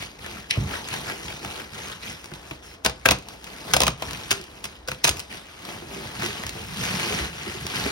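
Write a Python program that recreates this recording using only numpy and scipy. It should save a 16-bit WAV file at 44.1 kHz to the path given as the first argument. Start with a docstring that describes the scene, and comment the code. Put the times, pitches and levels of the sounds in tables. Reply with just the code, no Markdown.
"""Scissors, strap and sacking

In a small hard room, close to two microphone ports, scissors bite through a taut plastic strap and woven
sacking round a cardboard box. Each bite is a volley of noise bursts, plucked strap notes and box resonances.
Around the bites a hand tugs the sack, then drags it down off the box: crackling, coloured noise shaped by
the hand's effort. Reflections and quiet room air surround it all."""
import sys
import numpy as np
from scipy import signal
from scipy.fft import rfft, irfft, next_fast_len
from scipy.io import wavfile
from scipy.ndimage import uniform_filter1d

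SR = 44100
rng = np.random.default_rng(int(sys.argv[2]) if len(sys.argv) > 2 else 0)


def output_pcm(signal):
    """Save a mono or channel-first signal as 16-bit PCM at the path in sys.argv[1].

    Samples are clipped to [-1, 1] before scaling.
    """
    pcm = np.clip(np.atleast_2d(signal).T, -1, 1) * 32767
    wavfile.write(sys.argv[1], SR, np.round(pcm).astype(np.int16))


N = 348831
TIME = np.arange(N) / SR
# Table levels are relative: the gains of each layer, the room and the ports come after them.

# strands parting under the blades: start_s, crack_db, crack_t60_s, twang_db, strap_note_hz, strap_note_db
SNAPS = [(2.5097, -29, 0.025, -38, 910, -44), (2.848, -6.5, 0.02, -34, 740, -33),
         (2.852, -15, 0.029, -32, 1500, -31), (2.8609, 2.5, 0.012, -8, 780, -21),
         (3.056, -8, 0.021, -10.5, 1640, -13), (3.0594, -4, 0.018, -8.5, 1270, -18),
         (3.0874, 1, 0.0093, -5, 930, -10), (3.1082, -1, 0.029, -26, 657, -24),
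         (3.1132, -16, 0.014, -25, 950, -20), (3.1176, -8, 0.024, -22, 1150, -29),
         (3.7359, 0.5, 0.026, -31, 1530, -8), (3.7391, -5, .028, -20, 1560, -11),
         (3.765, -2.5, 0.027, -36, 666, -5), (3.804, 0.5, 0.012, -38, 780, -10),
         (3.817, -3.5, 0.02, -41, 900, -29), (3.82, -8.5, .018, -41, 1110, -18),
         (3.8336, -2, 0.015, -35, 1000, -7), (3.867, -8, 0.027, -27, 1010, -17),
         (3.879, -3, 0.016, -15.5, 1210, -11), (4.0226, -16.5, 0.015, -24.5, 900, -16.5),
         (4.3078, -4.5, 0.017, -26, 1390, -33), (4.313, -5.5, 0.039, -18.5, 705, -17),
         (4.6414, -17, 0.023, -41, 1340, -43), (4.652, -20.5, 0.042, -37.5, 1080, -46),
         (4.8846, -14.5, 0.022, -34, 1520, -15.5), (4.9156, -18.5, 0.014, -23.5, 1050, -30),
         (5.0411, -3, 0.011, -22, 2500, -22), (5.0438, 2, 0.017, -38, 1440, -23),
         (5.049, -6, 0.031, -16.5, 870, -23), (5.0698, -19, 0.025, -22, 1090, -23),
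         (5.081, -3.5, 0.013, -28, 1580, -23)]
# blades closing on the strap: start_s, length_s, crunch_db, recoil_on_cardboard_db,
# panel_note_hz, panel_note_db, stretched_strap_hz, stretched_strap_db
BITES = [(2.849, 0.027, -26.5, -23, 517, -23, 1510, -21), (3.049, 0.058, -43, -20.5, 655, -19, 1620, -20),
         (3.737, 0.18, -36, -23, 518, -17, 1560, -17), (4.305, 0.019, -16.5, -38.5, 400, -21, 1380, -21),
         (4.642, 0.016, -39, -31, 406, -49, 1350, -46), (4.871, 0.082, -36, -25, 510, -23.5, 1470, -33),
         (5.042, 0.062, -23, -26, 413, -29, 1500, -31)]
# steel damped by hand and cloth: pitch_hz, width_hz, level_db
BLADE_MODES = [(2542, 45, -4), (2709, 60, -9), (3311, 25, -3), (4835, 22, -2), (5124, 25, 0), (5399, 60, 0),
               (6410, 60, -4), (8500, 150, -5)]
# cardboard panels ringing: pitch_hz, width_hz, level_db
PANEL_MODES = [(518, 30, -2), (640, 30, 0), (767, 38, -6), (938, 28, -3), (1065, 48, -6), (1310, 60, -4),
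               (1573, 50, 0), (2285, 40, -4)]
# colours of crack, twang and knock: frequency_hz, level_db (per Hz)
CRACK_COLOUR = [(300, -19), (1000, -3.5), (2000, -1), (2700, 4.5), (4000, 1.5), (5300, 1), (8000, -0.5),
                (11000, -8.5), (13500, -12), (15500, -4.5)]
TWANG_COLOUR = [(500, -12.5), (1100, -8), (1550, 1), (1950, -7.5), (2600, 4.5), (3400, -21), (6000, -21)]
KNOCK_COLOUR = [(60, -26.5), (130, 3.5), (250, -6), (450, -5), (650, -3), (1150, -6), (1550, -16),
                (1950, -10), (2600, -7.5), (4000, -10), (9000, -53)]
KNOCK_T60_S = 0.045


def scissors():
    """Each strand frays, then cracks against the blades; the strap twangs and its recoil knocks the cardboard."""
    cracks, twangs, blows = np.zeros((3, 2, N))
    for s, crack_db, t60, twang_db, *_ in SNAPS:
        fraying = burst(t60=0.025, rise=0.0003, grain_db=2.0, size=600)[:, ::-1]  # reversed: it swells
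        add(cracks, s - fraying.shape[1] / SR, gain_of(crack_db - 22.0) * fraying)
        add(cracks, s, gain_of(crack_db) * burst(t60, rise=0.00025, grain_db=0.5))
        add(twangs, s, gain_of(twang_db) * burst(t60, rise=0.0007, grain_db=2.5))
    for s, db in knocks():
        add(blows, s, gain_of(db) * burst(KNOCK_T60_S, rise=0.0018, grain_db=-1.0))
    # thin tapes part too fast to be told apart: a continuous crunch
    crunch = crackle(per_s=700, spread_db=3.5, clump_db=2.5, clump_hz=300, rub=0.3)
    for start, length, db, *_ in BITES:
        add(cracks, start, gain_of(db + 3.5) * faded_piece(crunch, start, length))
    steel = ringing(cracks, BLADE_MODES, ring_db=-20.0)
    cardboard = ringing(blows, PANEL_MODES, ring_db=-19.0)
    strap = gain_of(-5.5) * colour(steel, CRACK_COLOUR) + gain_of(6.5) * colour(twangs, TWANG_COLOUR)
    knock = gain_of(5.0) * colour(cardboard, KNOCK_COLOUR)
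    return room(strap, wet_db=-13.3) + room(knock, wet_db=-10.5)


FULL_SNAP_DB = -8
KNOCK_FOLLOWS = 0.46  # dB of knock per dB of crack, relative to a full snap


def knocks():
    """Each snap recoils on the cardboard, harder where the strap lies firmly on it: rows of (s, dB)."""
    rows = []
    for s, crack_db, *_ in SNAPS:
        recoil_db = bite_at(s)[3]
        rows.append((s, recoil_db + KNOCK_FOLLOWS * (crack_db - FULL_SNAP_DB)))
    return rows


def bite_at(s):
    """The bite whose middle lies nearest to a snap."""
    return min(BITES, key=lambda bite: abs(s - bite[0] - bite[1] / 2))


NOTE_LAG_S, NOTE_RISE_S, STRAP_T60_S = 0.00126, 0.00033, 0.014  # the note follows the crack
SPAN_LAG_S, SPAN_T60_S = 0.00307, 0.062  # the stretched strap, pitched by where it is held
RELEASE_S, RELEASE_DB, RELEASE_T60_S = 5.084, -19, 0.052  # the last strand goes
RELEASE_HZ, SLACK_HZ, SLACKEN_S = 2070, 300, 0.00295  # pitch falls as the tension goes


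def strap_note():
    """Snaps pluck short, hollow notes from the strap; each bite rings the span, and the parting drops in pitch."""
    notes = np.zeros((2, N))
    t = np.arange(SR // 6) / SR
    rise = 1 - np.exp(-t / NOTE_RISE_S)
    for s, *_, hz, db in SNAPS:
        tone = np.sin(2 * np.pi * (hz * t + rng.random()))
        add(notes, s + NOTE_LAG_S, direct(gain_of(db) * rise * decay(t, STRAP_T60_S) * tone))
    for s, *_, hz, db in BITES:
        add(notes, s + SPAN_LAG_S, boom([(hz, db)], SPAN_T60_S))
    falling_hz = SLACK_HZ + (RELEASE_HZ - SLACK_HZ) * np.exp(-t / SLACKEN_S)
    falling_tone = np.sin(2 * np.pi * np.cumsum(falling_hz) / SR)
    add(notes, RELEASE_S, direct(gain_of(RELEASE_DB) * rise * decay(t, RELEASE_T60_S) * falling_tone))
    return room(notes, wet_db=-10.5)


# blades sliding open or shut: start_s, length_s, level_db
SLIDES = [(2.182, 0.091, -55), (2.462, 0.1, -53), (2.617, 0.14, -54), (3.28, 0.17, -61), (4.646, 0.04, -53),
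          (4.93, 0.065, -59), (5.16, 0.055, -49)]
# colour of the rasp: frequency_hz, level_db (per Hz)
RASP_COLOUR = [(500, -13), (1500, -11), (2700, 8), (4000, -19), (5300, 1.5), (7000, 0), (10000, -4),
               (15500, -5)]


def blades():
    """The blades slide over each other: gritty friction noise excites the steel's resonances."""
    rasps = np.zeros((2, N))
    grit = crackle(per_s=700, spread_db=2.5, clump_db=2.0, clump_hz=90, rub=0.6)
    for start, length, db in SLIDES:
        add(rasps, start, gain_of(db) * faded_piece(grit, start, length))
    return room(colour(ringing(rasps, BLADE_MODES, ring_db=-6.0), RASP_COLOUR), wet_db=-10.0)


# tugs that keep the sack taut: start_s (full strength reached), length_s, effort_db, pressure_on_cardboard_db
TUGS = [(0.0, 0.02, -39.5, -4.5), (0.227, 0.15, -44, -1.5), (0.53, 0.11, -43, 0.5),
        (0.702, 0.075, -38.5, 1.5), (0.86, 0.25, -42, -2.5), (0.936, 0.02, -37, 0),
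        (1.086, 0.019, -38, -0.5), (1.2, 0.17, -43, -1.5), (1.27, 0.027, -43.5, 1), (1.445, 0.16, -41.5, 1),
        (1.747, 0.17, -41, -3.5), (2.043, 0.078, -39.5, -8), (2.25, 0.28, -54, 1), (2.643, 0.1, -52.5, -7),
        (3.296, 0.043, -53, 5.5), (3.465, 0.16, -45.5, -0.5), (3.684, 0.032, -40.5, 2.5),
        (4.024, 0.14, -41, -2.5), (4.19, 0.18, -44.5, -2.5), (4.5, 0.21, -55.5, 2.5),
        (5.088, 0.1, -50.5, 6), (5.335, 0.012, -39.5, -4),]
# moments when the hand keeps quite still: start_s, end_s, effort_change_db
STILLS = [(2.565, 2.625, -4), (2.765, 2.95, -14), (4.775, 4.87, -6)]
# the sack dragged off in one long pull: time_s, rustle_db, scrape_db, box_rumble_db
DRAG = [(5.481, -53.5, -64, -58), (5.62, -51.5, -47, -54), (5.69, -41, -40.5, -47.5),
        (5.85, -52.5, -50.5, -46), (5.92, -44, -41.5, -44.5), (6.08, -43.5, -45, -39.5),
        (6.13, -46, -43, -48), (6.225, -33, -39, -34.5), (6.32, -38.5, -45, -41), (6.39, -41.5, -40, -46),
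        (6.45, -42, -49, -38), (6.52, -46, -47, -46), (6.58, -42, -42, -42), (6.66, -45.5, -50.5, -37.5),
        (6.76, -38.5, -44, -37), (6.79, -36, -42, -27.5), (6.835, -30.5, -36.5, -34.5),
        (6.92, -33, -37.5, -32.5), (7.0, -32, -35.5, -35), (7.12, -32, -35, -35), (7.25, -35.5, -39.5, -41),
        (7.31, -46.5, -49, -44.5), (7.46, -38.5, -42.5, -44.5), (7.65, -42, -48, -37),
        (7.71, -37, -38, -47), (7.77, -31.5, -36, -35), (7.91, -35, -37.5, -40)]
TUG_ATTACK_S, TUG_T60_S, TUG_SAG_DB_PER_S = 0.056, 0.36, 0.5
HELD_DB = -54.5  # effort of merely holding the sack
RUMBLE_DB, RUMBLE_FOLLOWS = -13, 0.82  # the box shifts with each tug: dB at full effort, dB per dB of effort


def effort():
    """Tugs swell, sag and let go, then the long drag: strengths of pull, slide, scrape and box shift."""
    pull, scrape = np.zeros((2, N))
    for start, length, db, pressure_db in TUGS:
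        t = TIME - start
        sag_db = TUG_SAG_DB_PER_S * np.clip(t, 0, length)
        release_db = 60 * np.maximum(t - length, 0) / TUG_T60_S
        tug = np.clip(1 + t / TUG_ATTACK_S, 0, 1) * gain_of(db - sag_db - release_db)
        pull = np.hypot(pull, tug)
        scrape = np.hypot(scrape, tug * gain_of(pressure_db))
    still_db = np.zeros(N)
    for start, end, db in STILLS:
        still_db += db * ((TIME > start) & (TIME < end))
    moving = gain_of(uniform_filter1d(still_db, size=900))  # eased over about 20 ms
    shift = gain_of(RUMBLE_DB) * np.hypot(pull, scrape) ** RUMBLE_FOLLOWS
    s, *columns = np.transpose(DRAG)
    slide, dragged, shaken = [gain_of(np.interp(TIME, s, db)) * (TIME > s[0]) for db in columns]
    held_pull = moving * np.hypot(pull, gain_of(HELD_DB))
    return held_pull, slide, np.hypot(moving * scrape, dragged), np.hypot(moving * shift, shaken)


# colours of rustle, scrape and bunched cloth bumping over cardboard: frequency_hz, level_db (per Hz)
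RUSTLE_COLOUR = [(300, -41), (1100, -5.5), (1800, -2.5), (2700, -0.5), (3600, -4.5), (5000, -8),
                 (6800, -10.5), (9000, -14.5), (12000, -21.5), (15500, -23.5)]
SCRAPE_COLOUR = [(80, -10.5), (230, -1.5), (400, 4), (560, 1), (800, 3), (1400, -5.5), (2200, -15.5),
                 (5000, -19)]
LUMPS_COLOUR = [(100, -32.5), (190, -2.5), (260, -0.5), (370, -0.5), (520, -12.5), (1500, -42)]
LUMPS_DB = -10


def sacking(pull, slide, drag):
    """Tugged tapes rustle in fine crinkles; sliding ones swish densely; the sack scrapes dully on the box."""
    slips = crackle(per_s=1400, spread_db=2.7, clump_db=1.2, clump_hz=130, rub=0.55)
    crinkles = folding(colour(slips, RUSTLE_COLOUR), depth_db=3.0, order=4, count=3, size=256)
    rustle = folding(crinkles, depth_db=1.3, order=9, count=12, size=512)
    weave = crackle(per_s=2000, spread_db=2.7, clump_db=1.1, clump_hz=150, rub=0.55)
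    swish = folding(colour(weave, RUSTLE_COLOUR), depth_db=2.6, order=4, count=3, size=256)
    friction = crackle(per_s=900, spread_db=2.0, clump_db=1.0, clump_hz=70, rub=0.7)
    scrape = colour(friction, SCRAPE_COLOUR)
    bumping = crackle(per_s=60, spread_db=2.0, clump_db=3.0, clump_hz=35, rub=0.6)
    lumps = colour(bumping, LUMPS_COLOUR)
    cloth = gain_of(3.0) * pull * rustle + gain_of(3.0) * slide * swish
    contact = drag * (gain_of(-0.5) * scrape + gain_of(LUMPS_DB) * lumps)
    return room(cloth + contact, wet_db=-7.5)


# stiff folds of the sack buckling: start_s, bright_pop_db, dull_crumple_db
CREASES = [(0.0239, -21, -46), (0.262, -24.5, -28), (0.8863, -20, -40), (0.9382, -17.5, -23),
           (1.099, -28, -23.5), (1.4477, -24, -23.5), (2.242, -24, -39), (2.257, -25.5, -60),
           (2.316, -35, -32.5), (2.337, -24, -43), (2.354, -31, -41), (2.896, -18.5, -29),
           (3.186, -25.5, -47), (3.2858, -22.5, -51), (3.442, -23.5, -42), (4.109, -19, -30),
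           (4.132, -17.5, -30), (4.327, -13, -26), (4.4127, -25, -53), (4.4393, -28, -46),
           (5.111, -18, -28), (5.169, -20.5, -52), (5.194, -16, -47), (5.2005, -16.5, -47),
           (5.6512, -23, -36), (6.2215, -21, -22), (6.2316, -21, -22), (6.261, -13, -33),
           (6.4353, -23, -24.5), (6.4655, -15.5, -32), (6.4922, -15, -30), (7.6663, -14, -33),
           (6.835, -27, -29), (7.7545, -24, -33), (7.785, -24, -30), (7.862, -28, -22.5)]
# colour of the crumple: frequency_hz, level_db (per Hz)
CRUMPLE_COLOUR = [(100, -6), (400, -1.5), (900, -1), (2000, -1), (3000, -7), (6000, -33), (12000, -23)]
SMALL_CREASES_PER_S, SMALL_CREASE_DB, SMALL_CREASE_SPREAD_DB = 14, -4, 2.5
SMALL_CREASE_FOLLOWS = 0.6  # dB of tick per dB of effort


def creases(pull):
    """Stiff folds pop over one at a time; lesser ones tick at random, louder with the effort on the sack."""
    pops, crumples = np.zeros((2, 2, N))
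    for s, pop_db, crumple_db in CREASES:
        add(pops, s, gain_of(pop_db) * burst(t60=0.016, rise=0.0003, grain_db=1.0))
        add(crumples, s, gain_of(crumple_db) * burst(t60=0.028, rise=0.0006, grain_db=2.0))
    happens = rng.random(N) < SMALL_CREASES_PER_S / SR
    strength = gain_of(SMALL_CREASE_SPREAD_DB * np.clip(rng.standard_normal(N), -2, 2))
    folds = happens * strength * pull ** SMALL_CREASE_FOLLOWS
    ticks = convolve(np.tile(folds, (2, 1)), burst(t60=0.008, rise=0.0002, grain_db=1.0))
    pops += gain_of(SMALL_CREASE_DB) * ticks
    bright = gain_of(-4.0) * colour(pops, CRACK_COLOUR)
    dull = gain_of(1.0) * colour(crumples, CRUMPLE_COLOUR)
    return room(bright + dull, wet_db=-9.0)


# colour of the whipped flap: frequency_hz, level_db (per Hz)
FLICK_COLOUR = [(200, -32), (1050, -29), (1450, -17), (1950, -1), (2400, 1), (3100, -1), (3600, -6),
                (4100, -3), (4600, -9), (5400, -6), (7000, -17), (9400, -16), (15000, -33)]
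FLICK_S, FLICK_DB, FLICK_T60_S = 0.5086, -1, 0.01
REBOUND_S, REBOUND_DB = 0.0038, -14  # second slap, this long after the first
FLUTTER_DB, FLUTTER_T60_S = -30.5, 0.19  # crackling tail


def flap():
    """A loose flap of sacking swishes up to speed, is checked with a dry double slap and flutters to rest."""
    slap, flutter = np.zeros((2, 2, N))
    swish = burst(t60=0.03, rise=0.0003, grain_db=2.0, size=600)[:, ::-1]  # reversed: it swells
    add(slap, FLICK_S - swish.shape[1] / SR, gain_of(FLICK_DB - 20.0) * swish)
    add(slap, FLICK_S, gain_of(FLICK_DB) * burst(FLICK_T60_S, rise=0.0007, grain_db=0.0))
    second_s = FLICK_S + REBOUND_S
    add(slap, second_s, gain_of(REBOUND_DB) * burst(t60=0.011, rise=0.0003, grain_db=0.0))
    add(flutter, second_s, gain_of(FLUTTER_DB) * burst(FLUTTER_T60_S, rise=0.002, grain_db=2.5))
    narrow_flutter = colour(flutter, FLICK_COLOUR)  # coloured twice in all, so its band is narrower
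    return room(colour(slap + narrow_flutter, FLICK_COLOUR), wet_db=-16.0)


# hands and bunched cloth patting the cardboard: start_s, level_db, t60_s, panel_note_hz
PATS = [(0.569, -24.5, 0.044, 630), (2.317, -35.5, 0.078, 326), (4.396, -37, 0.068, 360),
        (5.821, -28, 0.045, 328), (5.962, -35.5, 0.2, 395), (6.23, -29, 0.11, 350), (6.285, -35, .1, 415),
        (7.1, -29, 0.17, 427), (7.466, -30, 0.064, 352), (7.545, -34, .12, 374), (7.648, -31, 0.066, 368),
        (7.857, -25, .1, 422)]
# colour of the dull contact: frequency_hz, level_db (per Hz)
THUD_COLOUR = [(60, -16), (200, -3.5), (400, 1.5), (600, -10), (1200, -14.5), (3000, -30), (8000, -55)]
PAT_THUD_DB, PAT_NOTE_DB = -3, 2


def pats():
    """A soft contact gives a dull thud and the short note of the panel it lands on."""
    thuds, notes = np.zeros((2, 2, N))
    for s, db, t60, hz in PATS:
        add(thuds, s, gain_of(db + PAT_THUD_DB) * burst(t60, rise=0.002, grain_db=1.0))
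        add(notes, s, boom([(hz, db + PAT_NOTE_DB)], t60))
    return room(colour(thuds, THUD_COLOUR) + notes, wet_db=-8.0)


# box bumped by a hand or let go by the strap: start_s, boom_db, t60_s, struck_panel_hz
BUMPS = [(0.575, -19, 0.2, 110), (0.612, -26, 0.15, 133.4), (0.653, -23.5, 0.075, 94),
         (2.32, -34.5, 0.11, 157), (2.513, -27, 0.037, 308), (3.129, -29, 0.059, 175),
         (4.326, -39, 0.08, 114), (3.894, -30, 0.082, 138), (4.073, -29, 0.048, 88.5),
         (5.101, -25, 0.059, 88), (6.452, -28, 0.031, 99), (6.77, -33.5, 0.14, 194),
         (7.205, -30.5, 0.17, 75), (7.65, -36, 0.045, 110), (7.86, -31, 0.11, 272)]
# the whole box and the air inside it: pitch_hz, level_db
BOX_MODES = [(71, -0.5), (99, -3.5), (124, 0.5), (150, -39), (198, -3), (265, -12), (371, -14)]
# colour of the shifting box: frequency_hz, level_db (per Hz)
RUMBLE_COLOUR = [(20, -49), (40, -10), (65, 0.5), (130, 3), (200, 2), (320, -19.5), (800, -30)]
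PANEL_DB = 6.5  # the struck panel's note beside the boom
RECOIL_DB, RECOIL_LAG_S, RECOIL_T60_S = -7, 0.00893, 0.13  # the whole box answers every knock
PANEL_LAG_S, PANEL_NOTE_T60_S = 0.00796, 0.15


def box(shift):
    """The hollow box booms in its air and panel modes when bumped or knocked, and rumbles as it shifts."""
    booms = np.zeros((2, N))
    for s, db, t60, panel_hz in BUMPS:
        add(booms, s, gain_of(db) * boom(BOX_MODES + [(panel_hz, PANEL_DB)], t60))
    for s, db in knocks():
        add(booms, s + RECOIL_LAG_S, gain_of(db + RECOIL_DB) * boom(BOX_MODES, RECOIL_T60_S))
    for s, _, _, _, panel_hz, panel_db, *_ in BITES:
        add(booms, s + PANEL_LAG_S, boom([(panel_hz, panel_db)], PANEL_NOTE_T60_S))
    grinding = crackle(per_s=150, spread_db=-1.5, clump_db=1.5, clump_hz=23.95, rub=1.0)
    rumble = colour(grinding, RUMBLE_COLOUR)
    return room(gain_of(-2.5) * booms, wet_db=-11.0) + shift * rumble


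# colour of the quiet room: frequency_hz, level_db (per Hz)
AIR_COLOUR = [(30, 4.5), (60, 6), (130, -14), (300, -6.5), (1000, -12.5), (3000, -27), (6000, -33),
              (10000, -41), (15500, -45)]


def air():
    """The quiet air of the room: steady coloured noise on both paths."""
    return gain_of(-46.5) * colour(rng.standard_normal((2, N)), AIR_COLOUR)


# how long the small hard room rings: frequency_hz, t60_s
ROOM_DECAY = [(100, 0.33), (260, 0.38), (700, 0.26), (1840, 0.24), (4850, 0.25), (15000, 0.13)]


def room(x, wet_db, start=0.0036):
    """Adds sparse reflections after a start in seconds, each band dying at its own speed."""
    length = SR // 2
    signs = rng.choice([-1.0, 1.0], (2, length))
    taps = signs * (rng.random((2, length)) < 0.08) * (TIME[:length] > start)
    hz, t, z = signal.stft(taps, SR, nperseg=256)
    tail = signal.istft(z * decay(t, read(ROOM_DECAY, hz)[:, None]), SR, nperseg=256)[1]
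    return x + gain_of(wet_db) * convolve(x, tail / np.linalg.norm(tail[0]))


# stereo likeness of the two channels: frequency_hz, likeness (0-1)
LIKENESS = [(120, .985), (250, .9), (600, .6), (1100, .35), (2700, .5), (4300, .25), (5300, .84),
            (7500, .96), (9500, .86), (14000, .96)]
# phase by which the left channel leads: frequency_hz, lead_radians
LEAD = [(0, 0), (230, 0), (600, 1.5), (1300, .5), (2700, 3.2), (4200, 5), (5100, 6.3), (6200, 7.7),
        (7500, 9.4), (9000, 10.8), (11200, 12.6), (14200, 15.7), (16000, 16.9)]
# left channel's level minus right's: frequency_hz, difference_db
BALANCE = [(60, -.8), (200, -2.3), (380, -3.5), (650, 5.5), (1300, 5), (2400, 1), (4500, -1), (8000, -.4),
           (15000, 0)]


def ports(x):
    """Two paths become left and right, which share part of their sound, by frequency; left leads in phase."""
    size = next_fast_len(N + 4096)
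    hz = np.fft.rfftfreq(size, 1 / SR)
    shared, apart = rfft(x, size)
    likeness = np.clip(read(LIKENESS, hz), 0, 1)
    tilt = gain_of(read(BALANCE, hz) / 2)
    shared = shared * np.sqrt((1 + likeness) / 2)
    apart = apart * np.sqrt((1 - likeness) / 2)
    left = (shared + apart) * tilt
    right = (shared - apart) / tilt * np.exp(-1j * read(LEAD, hz))
    return irfft([left, right], size)[:, :N]


def burst(t60, rise, grain_db, size=8000):
    """A quick burst of grainy noise that dies away, its strength jumping in unequal steps, on two unrelated
    paths."""
    t = np.arange(size) / SR
    # strength jumps every 20 samples, about twice a millisecond, each step its own
    strengths = np.repeat(np.clip(rng.standard_normal(size // 20), -2, 2), 20)
    grains = evened(gain_of(grain_db * strengths))
    return rng.standard_normal((2, size)) * grains * (1 - np.exp(-t / rise)) * decay(t, t60)


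def crackle(per_s, spread_db, clump_db, clump_hz, rub):
    """Surfaces slip in clumps of clicks of very unequal size, over a steady rub; rms 1."""
    sizes = gain_of(spread_db * np.minimum(rng.exponential(1, N), 4.5))
    clicks = sizes * (rng.random(N) < per_s / SR)
    slips = signal.lfilter([1], [1, -np.exp(-1 / (0.00045 * SR))], clicks ** 2)  # power fades in 0.45 ms
    strength = np.sqrt(slips / slips.mean() + rub ** 2) * gain_of(clump_db * wander(clump_hz))
    return evened(strength * rng.standard_normal((2, N)))


def folding(x, depth_db, order, count, size):
    """As the cloth folds and unfolds, patches of its colour (order bins by count frames) swell and fade."""
    z = signal.stft(x, SR, nperseg=size)[2]
    patches = uniform_filter1d(rng.standard_normal(z.shape[1:]), size=order, axis=0)
    patches = uniform_filter1d(patches, size=count, axis=1)
    return evened(signal.istft(z * gain_of(depth_db * evened(patches)), SR, nperseg=size)[1][:, :N])


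def ringing(x, modes, ring_db):
    """An object's damped modes ring along with whatever shakes it."""
    t = np.arange(SR // 6) / SR
    ring = np.zeros(len(t))
    for hz, width, db in modes:
        ring += gain_of(db) * np.sqrt(width) * np.exp(-np.pi * width * t) * np.cos(2 * np.pi * hz * t)
    wet = gain_of(ring_db) * convolve(x, ring / np.linalg.norm(ring))
    return (x + wet) / np.hypot(1, gain_of(ring_db))


def boom(modes, t60):
    """Modes (hz, db), each detuned a few Hz by chance, swell and die together."""
    t = np.arange(SR // 2) / SR
    ring = sum(gain_of(db) * np.sin(2 * np.pi * (hz + rng.uniform(-7, 3)) * t) for hz, db in modes)
    return direct(ring * (1 - np.exp(-t / 0.0023)) * decay(t, t60))


def direct(sound):
    """A pure ring reaches both ports by the shared path alone."""
    return np.array([sound, np.zeros_like(sound)])


def colour(x, spectrum, size=4096):
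    """A causal, minimum-phase filter of unit energy with the given spectrum."""
    log_gain = np.log(gain_of(read(spectrum, abs(np.fft.fftfreq(size, 1 / SR)))))
    response = np.fft.ifft(np.exp(np.conj(signal.hilbert(log_gain)))).real[:size // 2]
    return convolve(x, response / np.linalg.norm(response))


def convolve(x, response):
    """Filters both paths."""
    return signal.oaconvolve(x, np.atleast_2d(response), axes=1)[:, :N]


def faded_piece(x, start, length):
    """Cuts a stretch (seconds) out of a texture and softens its ends."""
    piece = x[:, round(start * SR):round((start + length) * SR)]
    return piece * signal.windows.tukey(piece.shape[1], 0.2)


def add(mix, s, sound):
    """Mixes a sound in at time s."""
    part = mix[:, round(s * SR):][:, :sound.shape[-1]]
    part += sound[..., :part.shape[1]]


def wander(rate_hz):
    """Straight lines between random knots at the given rate; rms 1."""
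    knots = rng.standard_normal(4096)
    return evened(np.interp(TIME * rate_hz, np.arange(len(knots)), knots))


def gain_of(db):
    """Decibels to amplitude."""
    return 10 ** (np.asarray(db) / 20)


def decay(t, t60):
    """Exponential fall of 60 dB in t60 seconds."""
    return gain_of(-60 * t / t60)


def evened(x):
    """Scales to rms 1."""
    return x / np.sqrt(np.mean(x ** 2) + 1e-20)


def read(points, hz):
    """Reads a table on a log-frequency axis."""
    f, value = np.transpose(points)
    return np.interp(np.log(hz + 1), np.log(f + 1), value)


def scene():
    """Scissors, sack and box over the quiet air of the room, heard at the two ports."""
    background = air()
    pull, slide, drag, shift = effort()
    cloth = creases(np.hypot(pull, slide)) + flap() + sacking(pull, slide, drag)
    cutting = scissors() + strap_note() + blades()
    return ports(cutting + cloth + pats() + box(shift) + background)


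LOW_CUT_HZ, EDGE_HZ = 54.6, 16050  # where the microphones' bass gives out; upper band limit


def record(dry):
    """The microphones lose the deepest bass, the loudest cracks are rounded off; then the band limit."""
    low_cut = signal.butter(4, LOW_CUT_HZ, "highpass", fs=SR, output="sos")
    rounded = np.tanh(signal.sosfilt(low_cut, dry))
    band_limit = signal.firwin(301, EDGE_HZ, window=("kaiser", 9), fs=SR)
    return signal.oaconvolve(rounded, band_limit[None], "same")


dry = scene()
out = record(dry)
output_pcm(out)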